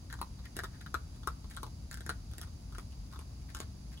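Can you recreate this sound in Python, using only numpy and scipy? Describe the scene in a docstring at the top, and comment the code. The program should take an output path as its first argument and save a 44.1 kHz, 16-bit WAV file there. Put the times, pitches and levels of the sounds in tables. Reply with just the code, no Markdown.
"""Opossum chewing kibble

An opossum chews dry kibble over a plate on a porch at night, about three bites a second.
Each piece breaks with a bright crack that rings the mouth and knocks the jaw; crumbs grind between
bites. The table and a wall close by throw the sound back, over a low outdoor rumble and faint hiss."""
import sys
import numpy as np
from scipy import signal
from scipy.fft import rfft, irfft
from scipy.io import wavfile

SR = 44100
rng = np.random.default_rng(int(sys.argv[2]) if len(sys.argv) > 2 else 0)


def unload_wav(signal):
    """Save mono or channel-first audio to the path in sys.argv[1] as 16-bit WAV at rate SR, clipped to [-1, 1]."""
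    wavfile.write(
        sys.argv[1],
        SR,
        np.round(np.clip(np.atleast_2d(signal).T, -1, 1) * 32767).astype(np.int16),
    )


N = 176400

# tone of the night's rumble and hiss (f/Hz, level/dB)
RUMBLE_TONE = [(22, -71), (31, -21), (41, -5.5), (58, 0), (80, -4.5), (120, -9), (190, -16), (270, -20.5),
               (380, -32.5), (520, -51.5), (1000, -54)]
HISS_TONE = [(300, 8), (700, 9.5), (1200, 4.5), (1700, -2.5), (2700, -1), (3300, -2.5), (4000, 2.5),
             (4400, 0.5), (4750, 11), (5050, 3), (5600, 1.5), (6250, 3), (7800, -1.5), (8300, -2),
             (8700, -1.5), (9600, -6.5), (10250, -1), (10700, -13), (13000, -20), (15600, -47.5)]
# how much louder the hiss is on the left (f/Hz, level/dB)
HISS_TILT = [(200, -3.5), (1500, 3), (2700, 1), (3500, 0), (5000, -3.5), (6200, -7), (7500, -4.5),
             (8400, 3.5)]
# how alike the night sounds on both sides (f/Hz, likeness from 0 to 1)
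LIKENESS = [(60, 1), (200, 0.99), (350, 0.55), (550, 0.12), (1200, 0.033), (3000, 0.1), (6000, 0.12)]
# crumbs grinding (t/s, length/s, mouth f/Hz, ring level/dB, crack level/dB)
GRINDS = [(0.097, 0.062, 1570, -68, -83), (0.384, 0.021, 1065, -64, -84), (0.44, 0.025, 1840, -56.5, -69),
          (0.554, 0.048, 1720, -56, -73), (0.63, 0.029, 1430, -51, -82), (0.696, .09, 1650, -67.5, -88),
          (0.803, 0.016, 1770, -56.5, -67), (1.135, 0.05, 1674, -75, -73),
          (1.495, 0.065, 1790, -63.5, -64.5), (1.907, 0.056, 1574, -58, -71),
          (2.309, 0.065, 1390, -73, -80), (2.402, 0.047, 1390, -58.5, -65), (2.751, 0.09, 1250, -79, -69),
          (2.908, .025, 2970, -70, -70), (3.10, 0.059, 1365, -64.5, -69), (3.41, .04, 2260, -75, -77),
          (3.482, 0.033, 1942, -59.5, -72), (3.555, 0.085, 1460, -58.5, -71),
          (3.906, 0.044, 1900, -66, -67.5), (3.969, 0.016, 3200, -60, -73)]
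# kibble breaking (t/s, mouth f/Hz, ring level/dB, crack level/dB, knock level/dB)
SNAPS = [(0.1008, 1700, -42.5, -59, -68), (0.108, 1600, -44, -62, -65), (0.1269, 1570, -35, -40.5, -53.5),
         (0.1395, 1110, -41, -51, -59), (0.1893, 1110, -44.5, -73, -75), (0.2148, 1040, -26.5, -34.5, -44),
         (.5670, 1680, -35.5, -32.5, -41.5), (.5903, 1620, -29, -38.5, -40),
         (0.6359, 1380, -35.5, -40.5, -43.5), (0.6436, 1354, -39, -42, -47), (0.8115, 1820, -62, -72, -73),
         (.8622, 1500, -38.5, -57, -77), (0.9427, 1355, -23.5, -39, -37), (0.949, 1500, -56, -44, -46),
         (1.2327, 1310, -46.5, -70, -60), (1.2736, 1235, -23, -33.5, -36.5), (1.444, 1060, -49.5, -61, -57),
         (1.5, 1830, -65, -48, -76), (1.513, 1800, -47.5, -62, -76), (1.5661, 1640, -48, -38, -79),
         (1.5722, 1370, -34, -62, -63), (1.6312, 1070, -32.5, -39, -42), (1.6653, 880, -43, -62, -50),
         (1.9130, 1720, -47, -37.5, -74), (1.9295, 1593, -63, -43, -75), (1.9426, 1660, -48, -37, -64),
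         (1.9728, 1510, -46, -44, -64), (2.007, 1540, -44.5, -45, -51), (2.0639, 1620, -39.5, -38.5, -48),
         (2.0930, 1408, -26, -32.5, -40), (2.0999, 1550, -34, -38, -40.5), (2.314, 1400, -60, -48, -68),
         (2.3357, 1370, -49, -47.5, -59), (2.382, 1550, -45, -36, -51.5), (2.4148, 1440, -66, -35, -56),
         (2.4725, 1090, -52, -66, -62), (2.7237, 1230, -47, -60, -59), (2.7496, 1420, -42, -54, -59),
         (2.7832, 1248, -39, -40, -46.5), (3.1340, 1160, -44.5, -69, -65), (3.1589, 1190, -43.5, -71, -59),
         (3.1912, 1080, -46, -45.5, -50), (3.2116, 1020, -47.5, -57, -73),
         (3.5485, 1390, -35.5, -33.5, -56), (3.5685, 1450, -44, -43, -54), (3.589, 1410, -63, -47, -71),
         (3.6026, 1180, -37, -34.5, -40), (3.609, 1300, -53, -60, -71)]
# the notes of jaw and skull (f/Hz, level/dB, peak t/s)
JAW_RINGS = [(379.6, -4, 0.0019), (453, -5, 0.0025), (615, -3.5, 0.0013)]
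# tone of the dry cracks and of the wet clicks (f/Hz, level/dB)
CRACK_TONE = [(200, 5), (600, -7), (1900, 0), (2500, -5), (3100, -5.5), (4700, -11), (6500, -10.5),
              (8600, 2.5), (10500, -4.5), (14000, -9.5), (16000, -14)]
WET_TONE = [(300, -22.5), (700, -15), (1900, -2), (2600, -11), (3100, -2.5), (3900, 1.5), (4500, -8),
            (8000, -11.5)]
# tone of the straight path to the right microphone (f/Hz, level/dB)
RIGHT_TONE = [(300, -4.5), (550, -3), (1100, -7), (1800, -20), (3500, 6), (6000, 8), (8000, 7)]
# echoes from table and wall (delay t/s, left gain, right gain)
ECHOES = [(.0036, 0.17, .12), (.0057, 0.64, 0.38), (0.0094, 0.29, 0.14), (0.0127, 0.51, 0.33),
          (0.021, 0.1, .08), (.0272, .07, .09)]
# tone of those echoes (f/Hz, level/dB)
ECHO_TONE = [(300, -7), (1400, -1), (2500, -6), (5000, 5.5), (9000, -9), (16000, -32)]
# time the porch's echo tail takes to fade by 60 dB (f/Hz, t/s)
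TAIL_FADE = [(300, .15), (1300, .105), (5000, .11), (14000, .09)]
# tone of that tail (f/Hz, level/dB)
TAIL_TONE = [(300, -11), (700, -4), (1300, -6.5), (4000, -1), (9000, -5.5), (16000, -6.5)]
# how far the left side's wave runs ahead in the bass and middle (f/Hz, phase/radians)
LEFT_LEAD = [(100, 0.2), (500, 0.23), (1100, -0.63), (2100, 0.07), (3000, 3.5), (4000, 4.5), (5300, 3),
             (6200, 1.5)]

CRACK_PEAK_S = .0004
FIRM_BITE_DB = -35.5  # how loudly a firm bite rings the mouth


def amp(db):
    """Turns decibels into a number to multiply by."""
    return 10 ** (np.asarray(db) / 20)


def unit(x):
    """Scales a sound to an average power of 1."""
    return x / np.sqrt(np.mean(x ** 2) + 1e-20)


def read(points, hz):
    """Looks up frequencies in a table, sliding smoothly between its rows."""
    f, value = np.transpose(points)
    return np.interp(np.log(hz + 1), np.log(f), value)


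def add(mix, s, sound):
    """Mixes a sound in at s seconds."""
    part = mix[max(round(s * SR), 0):][:len(sound)]
    part += sound[:len(part)]


def colour(x, tone, keep_power=False):
    """Filters a sound by a tone table; keep_power leaves white noise as strong as it was."""
    log_gain = np.log(amp(read(tone, abs(np.fft.fftfreq(2048, 1 / SR)))))
    response = np.exp(np.conj(signal.hilbert(log_gain)))  # never rings ahead of a click
    taps = np.fft.ifft(response).real[:1024]
    return signal.oaconvolve(x, taps / np.linalg.norm(taps) if keep_power else taps)[:len(x)]


def swell(t, peak_s):
    """Rises to 1 at peak_s, then dies away."""
    return t / peak_s * np.exp(1 - t / peak_s)


def ring(t, hz, peak_s):
    """One note of a struck object that dies away quickly."""
    return np.sqrt(2) * swell(t, peak_s) * np.sin(2 * np.pi * hz * t)


def night():
    """Steady low rumble, alike on both sides, and a wide faint hiss."""
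    hz = np.fft.rfftfreq(N, 1 / SR)
    alike = read(LIKENESS, hz)

    def noise(tone, tilt_db):
        left, other = rfft(rng.standard_normal((2, N)))
        right = alike * left + np.sqrt(1 - alike ** 2) * other
        pair = np.array([left * amp(tilt_db / 2), right * amp(-tilt_db / 2)])
        return unit(irfft(pair * amp(read(tone, hz)), N))
    rumble = amp(-45.5) * noise(RUMBLE_TONE, tilt_db=1.48)
    hiss = amp(-61) * noise(HISS_TONE, read(HISS_TILT, hz))
    return rumble + hiss


def mouth(t, hz, peak_s):
    """The hollow mouth answers a click with a main note and a faint higher one."""
    return ring(t, hz, peak_s) + amp(-25) * ring(t, hz=4064, peak_s=.00092)


def grinding(t):
    """Crumbs burst between the teeth: tiny clicks ring the mouth and crackle, both dry and wet."""
    body, cracks, wet = np.zeros((3, N))
    crumbs_per_s, spread_db = 700, 5
    for s, length, hz, ring_db, crack_db in GRINDS:
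        n = int(length * SR)
        chance = rng.random(SR // 4)[:n]
        size, grit = rng.standard_normal((2, SR // 4))[:, :n]
        crumbs = (chance < crumbs_per_s / SR) * amp(spread_db * size) * np.sqrt(np.hanning(n))
        rings = signal.fftconvolve(crumbs * np.sign(grit), mouth(t, hz, peak_s=.00042))[:n]
        crackle = unit(signal.fftconvolve(crumbs, swell(t, CRACK_PEAK_S / 2))[:n] * grit)
        add(body, s, amp(ring_db) * unit(rings))
        add(cracks, s, amp(crack_db) * crackle)
        add(wet, s, amp(ring_db - 7) * crackle)
    return np.array([body, cracks, wet])


def crack(t, crack_db, knock_db):
    """A piece strains, then breaks with a burst of noise, pings at its own pitch and crumbles."""
    burst, grit, strain = rng.standard_normal((3, len(t)))
    before = amp(crack_db - 15) * (strain * np.exp(-t / .002))[::-1]  # reversed, so it builds up
    shape = swell(t, CRACK_PEAK_S)
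    burst = unit(burst * shape) * np.sqrt(np.mean(shape ** 2))
    ping_hz = min(9220 * np.exp(.288 * rng.standard_normal()), 15850)
    ping = amp(-15.5) * ring(t, ping_hz, peak_s=.0012)
    crumble = amp((crack_db + knock_db) / 2 - 12) * np.exp(-t / .004) * grit * abs(grit)
    return np.concatenate([before, amp(crack_db) * (burst + ping) + crumble])


def bites(t):
    """Each snap of kibble rings the mouth and knocks the jaw, with a wet click of the tongue."""
    body, cracks, wet = np.zeros((3, N))
    knock = sum(amp(db) * ring(t, hz, peak_s) for hz, db, peak_s in JAW_RINGS)
    for s, hz, ring_db, crack_db, knock_db in SNAPS:
        force_db = ring_db - FIRM_BITE_DB
        peak_s = .0007 * 2 ** (force_db / 40)  # a firm bite shuts the mouth, which then rings longer
        add(body, s, amp(ring_db) * mouth(t, hz, peak_s) + amp(knock_db) * knock)
        add(cracks, s - len(t) / SR, crack(t, crack_db, knock_db))  # the break lands at s
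        tongue = swell(t, peak_s=.0013) * rng.standard_normal(len(t))
        add(wet, s, amp(-50.5 + .65 * force_db) * tongue)
    return np.array([body, cracks, wet])


def chewing():
    """Bites and grinding together, with the dry and wet noises each given their own tone."""
    t = np.arange(SR // 30) / SR
    body, cracks, wet = bites(t) + grinding(t)
    return body + colour(cracks, CRACK_TONE, keep_power=True) + colour(wet, WET_TONE, keep_power=True)


def porch(x):
    """Sound arrives straight, then as near echoes that lose their highest treble, then as a tail."""
    out = np.array([x, colour(x, RIGHT_TONE)])
    echo = colour(x, ECHO_TONE)
    for delay, left, right in ECHOES:
        add(out[0], delay, left * echo)
        add(out[1], delay, right * echo)
    hz, t, noise = signal.stft(rng.standard_normal((3, 2, SR // 3)), SR, nperseg=128)

    def fade(fade_s):
        rate = np.log(1000) / fade_s  # down 60 dB after fade_s
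        return np.exp(-rate * t) * np.sqrt(2 * rate / SR)
    early = fade(read(TAIL_FADE, hz)[:, None])
    late = amp(-17) * fade(.5)
    tone = amp(read(TAIL_TONE, hz))[:, None]
    tails = signal.istft(noise * tone * (early + late), SR, nperseg=128)[1]
    tails *= np.minimum(np.arange(tails.shape[-1]) / SR / .0045, 1)  # quick fade-in
    for k, tail in enumerate(tails):  # the moving head sends sound along changing paths
        share = np.sqrt(2 / 3) * np.cos(np.pi * (np.arange(N) / SR + k / 3))
        out += signal.oaconvolve((x * share)[None], tail, axes=1)[:, :N]
    return out


def table_bumps():
    """Each bite jolts the table into a soft low bump, the same on both sides."""
    out = np.zeros(N)
    bump = ring(np.arange(SR // 8) / SR, hz=67.5, peak_s=.014)
    for s, _, ring_db, _, _ in SNAPS:
        add(out, s + .0026, amp(ring_db - 19) * bump)
    return out


def scene():
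    """The chewing animal on the porch, in the night air."""
    return porch(chewing()) + table_bumps() + night()


def record(dry):
    """The treble is nearly the same on both sides, the right slightly earlier; the very top is cut off."""
    crossover_hz, in_step_hz, right_early_s, top_hz = 6800, 6200, .000208, 15850
    hz = np.fft.rfftfreq(N, 1 / SR)
    left, right = rfft(dry)
    shared = .99 * np.clip((hz - crossover_hz) / 2000 + .5, 0, 1)
    right = shared * left + np.sqrt(1 - shared ** 2) * right * (1 - shared / 2)
    treble_phase = 2 * np.pi * right_early_s * (hz - in_step_hz)
    right *= np.exp(1j * np.where(hz > in_step_hz, treble_phase, -read(LEFT_LEAD, hz)))
    pair = irfft(np.array([left, right]), N)
    top_cut = signal.firwin(511, top_hz, window=("kaiser", 9), fs=SR)
    return signal.oaconvolve(pair, top_cut[None], "same")


dry = scene()
out = record(dry)
unload_wav(out)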